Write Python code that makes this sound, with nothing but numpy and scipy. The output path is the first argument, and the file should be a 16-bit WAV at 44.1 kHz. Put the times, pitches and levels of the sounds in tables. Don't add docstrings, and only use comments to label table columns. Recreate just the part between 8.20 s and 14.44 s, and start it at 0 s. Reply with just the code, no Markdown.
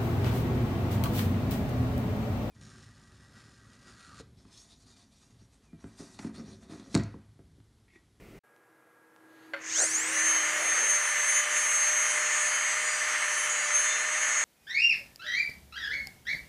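import sys
import numpy as np
from scipy import signal
from scipy.fft import rfft, irfft, next_fast_len
from scipy.io import wavfile
from scipy.ndimage import uniform_filter1d, map_coordinates

SR = 44100
rng = np.random.default_rng(int(sys.argv[2]) if len(sys.argv) > 2 else 0)


def inscribe(sig):
    pcm = np.round(np.clip(np.atleast_2d(sig).T, -1, 1) * 32767)
    wavfile.write(sys.argv[1], SR, pcm.astype(np.int16))


N = 275184
TIME = np.arange(N) / SR

# t/s, level/dB
ROOM_LEVEL_DB = [(.235, -65.5), (.9, -64), (1.8, -52), (2.55, -53), (2.9, -78)]
# f/Hz, relative density/dB
ROOM_SPECTRUM = [(50, -40), (80, -27), (105, -2), (200, -6.5), (350, 1), (600, -1), (1100, -2),
                 (1700, -2.5), (2300, -10), (2900, -17.5), (4500, -22.5), (8000, -21.5), (12000, -18.5),
                 (15500, -35)]
# f/Hz, level over room noise/dB
ROOM_TONES = [(479, -10), (1367, -13), (1641, -5)]
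# t/s, level/dB
HUM_LEVEL_DB = [(.3, -87), (.52, -69), (.7, -76.5), (1.28, -55.5), (1.95, -48.5), (2.2, -52.5), (2.5, -53),
                (2.8, -84)]
# f/Hz, relative density/dB
RUMBLE_SPECTRUM = [(12, -31), (20, -4), (97, -3.5), (217, -7), (387, -5.5), (940, -23), (1270, -20.5),
                   (1640, -24), (2100, -17.5), (3650, -31), (15000, -38)]
# f/Hz, relative density/dB
RUSTLE_SPECTRUM = [(700, -30), (1800, -1), (3200, -4), (4600, -5), (5400, -22), (6500, -6), (9000, -36),
                   (14000, -45)]
# t/s, peak/dB
TICKS = [(0.364, -46), (0.963, -42)]
# t/s, relative level/dB, ring time factor/1
KNOCKS = [(1.335, -32.5, 0.7), (1.342, -34.5, 0.78), (1.362, -44, 1.7)]
# f/Hz, relative level/dB, t60 before ring factor/s
KNOCK_MODES = [(555, 3, 0.17), (652, -8, 0.24), (1190, -9, 0.096), (1433, 5, 0.12), (1560, 14, 0.063),
               (2040, 12.5, 0.06), (2450, -18, 0.055), (4300, -1, 0.075), (7140, -12, .04)]
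# t/s, level/dB, Gaussian sigma/s, f/Hz
SHUDDERS = [(1.602, -40, .008, 690), (1.618, -37.5, 0.023, 580), (1.62, -38, 0.043, 1580),
            (2.415, -43.5, 0.061, 610), (2.625, -47, 0.07, 492)]
# t/s, shaft speed/(turns/s)
RUNNING_SPEED = [(2.06, 598.4), (2.2, 604.3), (2.38, 605.5), (2.62, 598.9), (2.9, 596.6), (3.18, 596.8),
                 (3.5, 602.2), (3.67, 600.8), (3.85, 605.9), (4.15, 600.1), (4.66, 608.8), (5.02, 602.8),
                 (5.28, 599.8), (5.41, 591.3), (5.55, 599.8), (5.85, 608.2), (6.24, 608.8)]
# f/Hz, gain/dB
HOUSING = [(250, -30), (600, -17), (1200, -13), (1800, -6), (2600, -14), (3700, -20), (5300, -20),
           (5900, -8), (6400, 0), (7400, -9), (9700, -10), (10500, -19), (11200, -27), (15500, -35)]
# f/Hz, gain/dB
COUPLING = [(1500, -10), (3000, -5), (5000, -2), (8000, -1.5), (9500, -2.5), (10700, -7.5), (13000, -2),
            (15000, 1)]
# f/Hz, relative density/dB
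RATTLE_SPECTRUM = [(60, -80), (130, -35.5), (220, -25), (420, -24), (750, -13.5), (1180, -4.5),
                   (1600, -1.5), (2050, -1), (2400, -4), (3000, -8), (3700, -18), (5600, -23), (7300, -48)]
# f/Hz, width/Hz, relative gain/dB
BODY_MODES = [(1777, 33, 2), (1895, 19, -0.5), (2040, 33, 0.5), (2186, 21, 1.5), (3170, 38, -22)]
# f/Hz, relative density/dB
HISS_SPECTRUM = [(3000, -25), (4500, -5.5), (5300, -11.5), (6000, 4), (6450, 2), (7100, -1), (8200, -2.5),
                 (9200, -8), (10200, -21), (11500, -33)]
# f/Hz, relative density/dB
RUB_SPECTRUM = [(8000, -23), (10500, -4), (12000, -4.5), (14000, -6), (15700, -22)]
# multiple of shaft rate/1, level before housing/dB
ROTOR = [(1, -31.5), (2, -34.5), (3, -37.5), (7, -35), (10, -41), (15, -57), (16, -40), (17, -39.5),
         (20, -60), (21, -53)]
# multiple of shaft rate/1, level before housing/dB, swell from/s, swell to/s, swell/dB
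WHISTLES = [(3.38, -40, 2.9, 3.4, 3), (5.1, -39, 2, 5.28, 5), (5.92, -39, 5.55, 5.75, 9),
            (6.8, -39, 5.35, 5.85, 8), (7.86, -51, 4.1, 5.05, 19), (9.79, -44, 4.7, 5.28, 5),
            (11.03, -50, 5.29, 5.4, 13), (12.26, -45, 3.35, 3.75, 9), (12.67, -48, 5.3, 6.3, 6),
            (14, -46, 1.9, 5.28, 9), (15.3, -48, 4.9, 5.28, 6), (21.64, -48, 2.1, 3.9, 14),
            (22.46, -47, 2, 3.9, 11)]
# multiple/1, lower sideband/dB, upper sideband/dB (relative)
BEARING_HARMONICS = [(3, -25.5, -30), (4, -26.5, -33), (5, -22, -28), (6, -27, -31), (7, -39, -39),
                     (8, -39, -40), (9, -44, -44), (10, -45, -46)]
# t/s, lower level/dB, upper level/dB (relative)
WHINE_LEVELS_DB = [(1.93, -33.5, -40), (2.07, -23, -36), (2.18, -28.5, -46), (2.35, -42.5, -35.5),
                   (2.5, -29, -49), (2.7, -25.5, -35), (2.9, -36, -47), (3.0, -30.5, -50), (3.19, -28, -30),
                   (3.26, -44, -45), (3.36, -30.5, -39), (3.73, -27, -43), (3.96, -37, -39.5),
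                   (4.14, -32.5, -32), (4.55, -36.5, -48), (4.68, -49, -33.5), (4.9, -39.5, -55),
                   (5.24, -37, -44), (5.4, -45, -36.5), (5.56, -25, -43), (5.68, -34.5, -34.5),
                   (5.9, -38, -43.5), (6.24, -28, -31.5)]

TOP_HZ = 15700
BALLS_PER_TURN, CAGE_PER_TURN = 5.513, 0.411
START_S, PULL_TURNS_PER_S2, DRAG_S, GOVERNOR_KNEE = 1.396, 1250, 1.55, 20
SEATED_PACE = 0.37
RATTLE_DB, RATTLE_RISE_DB = -31, 15
HISS_DB, HISS_SHARE = -39, 0.097
RUB_DB = -58.8
BRIGHT_SHARE, BRIGHT_WANDER_DB = 0.66, 4
DULLING_DB_PER_S, DULLING_MID_S = 0.8, 3.1
WHEEL_CHANGE_S, FINE_WHEEL_DB = 5.295, -3
BITE_DB, BITE_HZ, BITE_WIDTH_HZ, BITE_T60_S = -30, 6840, 460, 0.35
CRITICAL_TURNS_PER_S, CRITICAL_WIDTH_TURNS_PER_S, CRITICAL_DB = 246, 39, 4.5
SQUEAL_MULTIPLE, SQUEAL_WIDTH_TURNS_PER_S, SQUEAL_DB = 6.75, 19.3, -31.5
CHATTER_DB, CHATTER_KNOTS_PER_S = 1.7, 45


def amp(db):
    return np.exp(np.asarray(db) * np.log(10) / 20)


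def unit(x):
    return x / np.sqrt(np.mean(x ** 2) + 1e-20)


def gain(points, hz):
    point_hz, db = np.transpose(points)
    return amp(np.interp(np.log(hz + 1), np.log(point_hz + 1), db))


def curves(rows):
    time_s, *columns = np.transpose(rows)
    return [np.interp(TIME, time_s, column) for column in columns]


def wobble(knots_per_s):
    coarse_s = TIME[::16]
    knots = rng.standard_normal(int(TIME[-1] * knots_per_s) + 4)
    return np.interp(TIME, coarse_s, map_coordinates(knots, [coarse_s * knots_per_s]))


def filtered(x, response):
    size = next_fast_len(N + SR // 4)
    return irfft(rfft(x, size) * response(np.fft.rfftfreq(size, 1 / SR)), size)[:N]


def resonance(f, hz, width_hz):
    return 1j * f * width_hz / (hz * hz - f * f + 1j * f * width_hz)


def noise(spectrum):
    return unit(filtered(rng.standard_normal(N), lambda f: gain(spectrum, f)))


def tone(cycles, flutter_db, rough_rad):
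    phase_rad = 2 * np.pi * cycles + rough_rad * wobble(130)
    return np.sqrt(2) * amp(flutter_db * wobble(11)) * np.sin(phase_rad)


def workshop():
    rumble = amp(-51.5) * noise(RUMBLE_SPECTRUM) * np.interp(TIME, [.186, .192], [1, 0])
    room = noise(ROOM_SPECTRUM)
    for hz, db in ROOM_TONES:
        room += amp(db) * tone(hz * TIME, flutter_db=1, rough_rad=.2)
    room *= amp(curves(ROOM_LEVEL_DB)[0])
    hum = amp(curves(HUM_LEVEL_DB)[0]) * tone(320 * TIME, flutter_db=1.5, rough_rad=0.23)
    drone = amp(-60.5) * tone(478 * TIME, flutter_db=1.5, rough_rad=.2)
    drone *= np.interp(TIME, [2.3, 2.8], [0, 1])
    return rumble + (room + hum + drone) * np.interp(TIME, [.234, .24], [0, 1])


def rustle():
    level_db = np.interp(TIME, [.9, 1.1, 1.25, 1.45, 1.7], [-100, -73, -64.5, -82, -100])
    return amp(level_db) * noise(RUSTLE_SPECTRUM)


def ticks():
    out = np.zeros(N)
    response = lambda f: resonance(f, 700, 1000) * gain([(5000, 0), (15000, -7)], f)
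    for time_s, peak_db in TICKS:
        click = filtered(signal.unit_impulse(N, round(time_s * SR)), response)
        out += amp(peak_db) * click / np.abs(click).max()
    return out


def knocks():
    out, t = np.zeros(N + SR), np.arange(SR // 3) / SR
    clack_band = signal.butter(3, [900, 3000], "bandpass", fs=SR)
    attack = np.sin(np.pi / 2 * np.minimum(t / .001, 1)) ** 2
    for time_s, db, ring in KNOCKS:
        modes = np.zeros(len(t))
        for hz, mode_db, t60_s in KNOCK_MODES:
            decay = amp(mode_db + rng.normal(0, 1.5) - 60 * t / (t60_s * ring))
            cycles = hz * rng.normal(1, 0.019) * t
            modes += decay * np.sin(2 * np.pi * cycles + rng.uniform(0, 2 * np.pi))
        clack = 1.6 * unit(signal.lfilter(*clack_band, rng.standard_normal(len(t))))
        clack *= amp(-60 * t / (.09 * ring))
        out[round(time_s * SR):][:len(t)] += amp(db) * attack * 0.4 * (modes + clack)
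    return signal.sosfilt(signal.butter(2, 300, "highpass", fs=SR, output="sos"), out[:N])


def shudders():
    out = np.zeros(N)
    for time_s, db, sigma_s, hz in SHUDDERS:
        shake = unit(filtered(rng.standard_normal(N), lambda f: resonance(f, hz, 340) ** 2))
        out += amp(db) * np.exp(-.5 * ((TIME - time_s) / sigma_s) ** 2) * shake
    return out


def shaft_speed():
    since_s = np.maximum(TIME - START_S, 0)
    free = PULL_TURNS_PER_S2 * DRAG_S * (1 - np.exp(-since_s / DRAG_S))
    excess = (free / curves(RUNNING_SPEED)[0]) ** GOVERNOR_KNEE
    return free / (1 + excess) ** (1 / GOVERNOR_KNEE)


def seating(speed):
    return np.clip(speed / speed.max() / SEATED_PACE, 0, 1)


def near_critical(speed, width):
    return np.exp(-.5 * ((speed - CRITICAL_TURNS_PER_S) / width) ** 2)


def dulling_db():
    return DULLING_DB_PER_S * (DULLING_MID_S - TIME)


def rattle(speed, level_db, hits_per_turn=2.1, smooth=1.77):
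    hits = (rng.random(N) < hits_per_turn * (speed + 200) / SR) * rng.standard_normal(N)
    drive = (unit(hits) + smooth * rng.standard_normal(N)) * amp(0.43 * wobble(70))

    def body(f):
        modes = sum(amp(db) * resonance(f, hz, width_hz) for hz, width_hz, db in BODY_MODES)
        return gain(RATTLE_SPECTRUM, f) * (0.76 + modes)

    return amp(level_db) * unit(filtered(drive, body))


def faint_lines(turns, width, scatter_db):
    steps, size = 128, 2 ** 19
    multiples = (np.arange(1, 44)[:, None] + CAGE_PER_TURN * np.arange(-2, 3)).ravel()
    bins = np.round(multiples * size / steps).astype(int)
    levels = amp(scatter_db * rng.standard_normal(len(multiples)))
    comb = np.bincount(bins, levels, size // 2 + 1)
    blur = np.exp(-.5 * (np.arange(-300, 301) * steps / size / width) ** 2)
    comb = signal.fftconvolve(comb, blur, "same")
    track = irfft(comb * rfft(rng.standard_normal(size)))
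    return unit(map_coordinates(track, [turns * steps], order=3, mode="wrap"))


def hiss(turns, level_db, pulsing=0.43):
    lines = 2.4 * faint_lines(turns, width=.007, scatter_db=4.5)
    rolling = rng.standard_normal(N) * amp(2 * wobble(350)) + lines
    rolling *= 1 + pulsing * np.sin(4 * np.pi * CAGE_PER_TURN * turns)
    return amp(level_db) * unit(filtered(rolling, lambda f: gain(HISS_SPECTRUM, f)))


def whirr(turns):
    level_db = np.interp(TIME, [1.38, 1.425, 1.48, 1.55, 1.65, 1.72],
                         [-75, -50.5, -37.5, -33, -44, -45])
    skid = rng.standard_normal(N) * (1 + 0.26 * np.sin(4 * np.pi * CAGE_PER_TURN * turns))

    def housing(f):
        return resonance(f, 6530, 600) * resonance(f, 5300, 3600) * gain([(9000, 0), (10500, -18)], f)

    return amp(level_db) * unit(filtered(skid, housing))


def rubbing(speed):
    since_s = TIME - WHEEL_CHANGE_S
    changed = since_s > 0
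    level_db = RUB_DB + dulling_db() + FINE_WHEEL_DB * changed + .7 * wobble(8)
    rub = amp(level_db) * seating(speed) ** 3 * noise(RUB_SPECTRUM)
    scrape_band = lambda f: resonance(f, BITE_HZ, BITE_WIDTH_HZ) ** 2
    scrape = unit(filtered(rng.standard_normal(N), scrape_band))
    return rub + changed * amp(BITE_DB - 60 * np.abs(since_s) / BITE_T60_S) * scrape


def shaft_tone(multiple, speed, turns, flutter_db, rough_rad):
    hz = multiple * speed
    return gain(HOUSING, hz) * (hz < TOP_HZ) * tone(multiple * turns, flutter_db, rough_rad)


def squeal(speed, turns):
    level = amp(SQUEAL_DB) * near_critical(speed, SQUEAL_WIDTH_TURNS_PER_S)
    return level * tone(SQUEAL_MULTIPLE * turns, flutter_db=5, rough_rad=0.57)


def whistles(speed, turns):
    out = np.zeros(N)
    for multiple, db in ROTOR:
        out += amp(db) * shaft_tone(round(multiple), speed, turns, flutter_db=1.5, rough_rad=0.18)
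    for multiple, db, start_s, end_s, swell_db in WHISTLES:
        pressed = uniform_filter1d(1. * ((TIME > start_s) & (TIME < end_s)), size=2000)
        whistle = shaft_tone(multiple, speed, turns, flutter_db=4.0, rough_rad=0.15)
        out += amp(db + swell_db * pressed) * whistle
    return (speed / speed.max()) ** 3 * out


def overtones(speed, turns, bright_db, fade_db=-3):
    pace = speed / speed.max()
    loose = np.clip(1 - pace, 0, 1)
    out = np.zeros(N)
    for k, *levels_db in BEARING_HARMONICS:
        strength = amp(fade_db * k * pace ** 2) * gain(COUPLING, k * BALLS_PER_TURN * speed)
        for side, db in zip((-1, 1), levels_db):
            multiple = k * BALLS_PER_TURN + side * CAGE_PER_TURN
            sideband = shaft_tone(multiple, speed, turns, flutter_db=2.5, rough_rad=0.5 + 1.1 * loose)
            out += amp(db) * strength * sideband
    sway = 1 + .25 * np.sin(2 * np.pi * turns) + .25 * np.sin(8 * np.pi * CAGE_PER_TURN * turns)
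    sway += .5 * loose * wobble(1500)
    boost_db = CRITICAL_DB * near_critical(speed, CRITICAL_WIDTH_TURNS_PER_S)
    return seating(speed) ** 1.9 * sway * amp(bright_db + boost_db) * out


def whine(speed, turns, lower_db, upper_db):
    out = np.zeros(N)
    for side, db in ((-1, lower_db), (0.99, upper_db)):
        multiple = 2 * BALLS_PER_TURN + side * CAGE_PER_TURN
        level = amp(db) / gain(HOUSING, multiple * np.median(speed))
        out += level * shaft_tone(multiple, speed, turns, flutter_db=1.0, rough_rad=0.22)
    return (speed / speed.max()) ** 2 * out


def scene():
    background = workshop() + rustle() + ticks() + knocks() + shudders()

    speed = shaft_speed()
    turns, pace = np.cumsum(speed) / SR, speed / speed.max()
    lower_db, upper_db = curves(WHINE_LEVELS_DB)
    swell_db = pace ** 8 * (lower_db - np.median(lower_db[pace > .9]))

    rattle_db = RATTLE_DB - RATTLE_RISE_DB * (1 - pace) + 0.42 * wobble(7)
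    hiss_db = HISS_DB + HISS_SHARE * swell_db + 0.72 * wobble(9)
    rolling = rattle(speed, rattle_db) + seating(speed) ** 2 * hiss(turns, hiss_db)
    rolling += whirr(turns) + rubbing(speed)

    bright_db = BRIGHT_SHARE * swell_db + pace ** 8 * (dulling_db() + BRIGHT_WANDER_DB * wobble(9))
    bearing = overtones(speed, turns, bright_db) + whine(speed, turns, lower_db, upper_db)
    chatter = amp(CHATTER_DB * wobble(CHATTER_KNOTS_PER_S))
    tones = chatter * bearing + whistles(speed, turns) + squeal(speed, turns)

    powered = np.interp(TIME, [1.345, 1.385], [0, 1])
    mono = background + powered * (rolling + tones)
    return np.array([mono, mono])


def record(dry):
    return np.array([filtered(x, lambda f: f < TOP_HZ) for x in dry])


dry = scene()
out = record(dry)
inscribe(out)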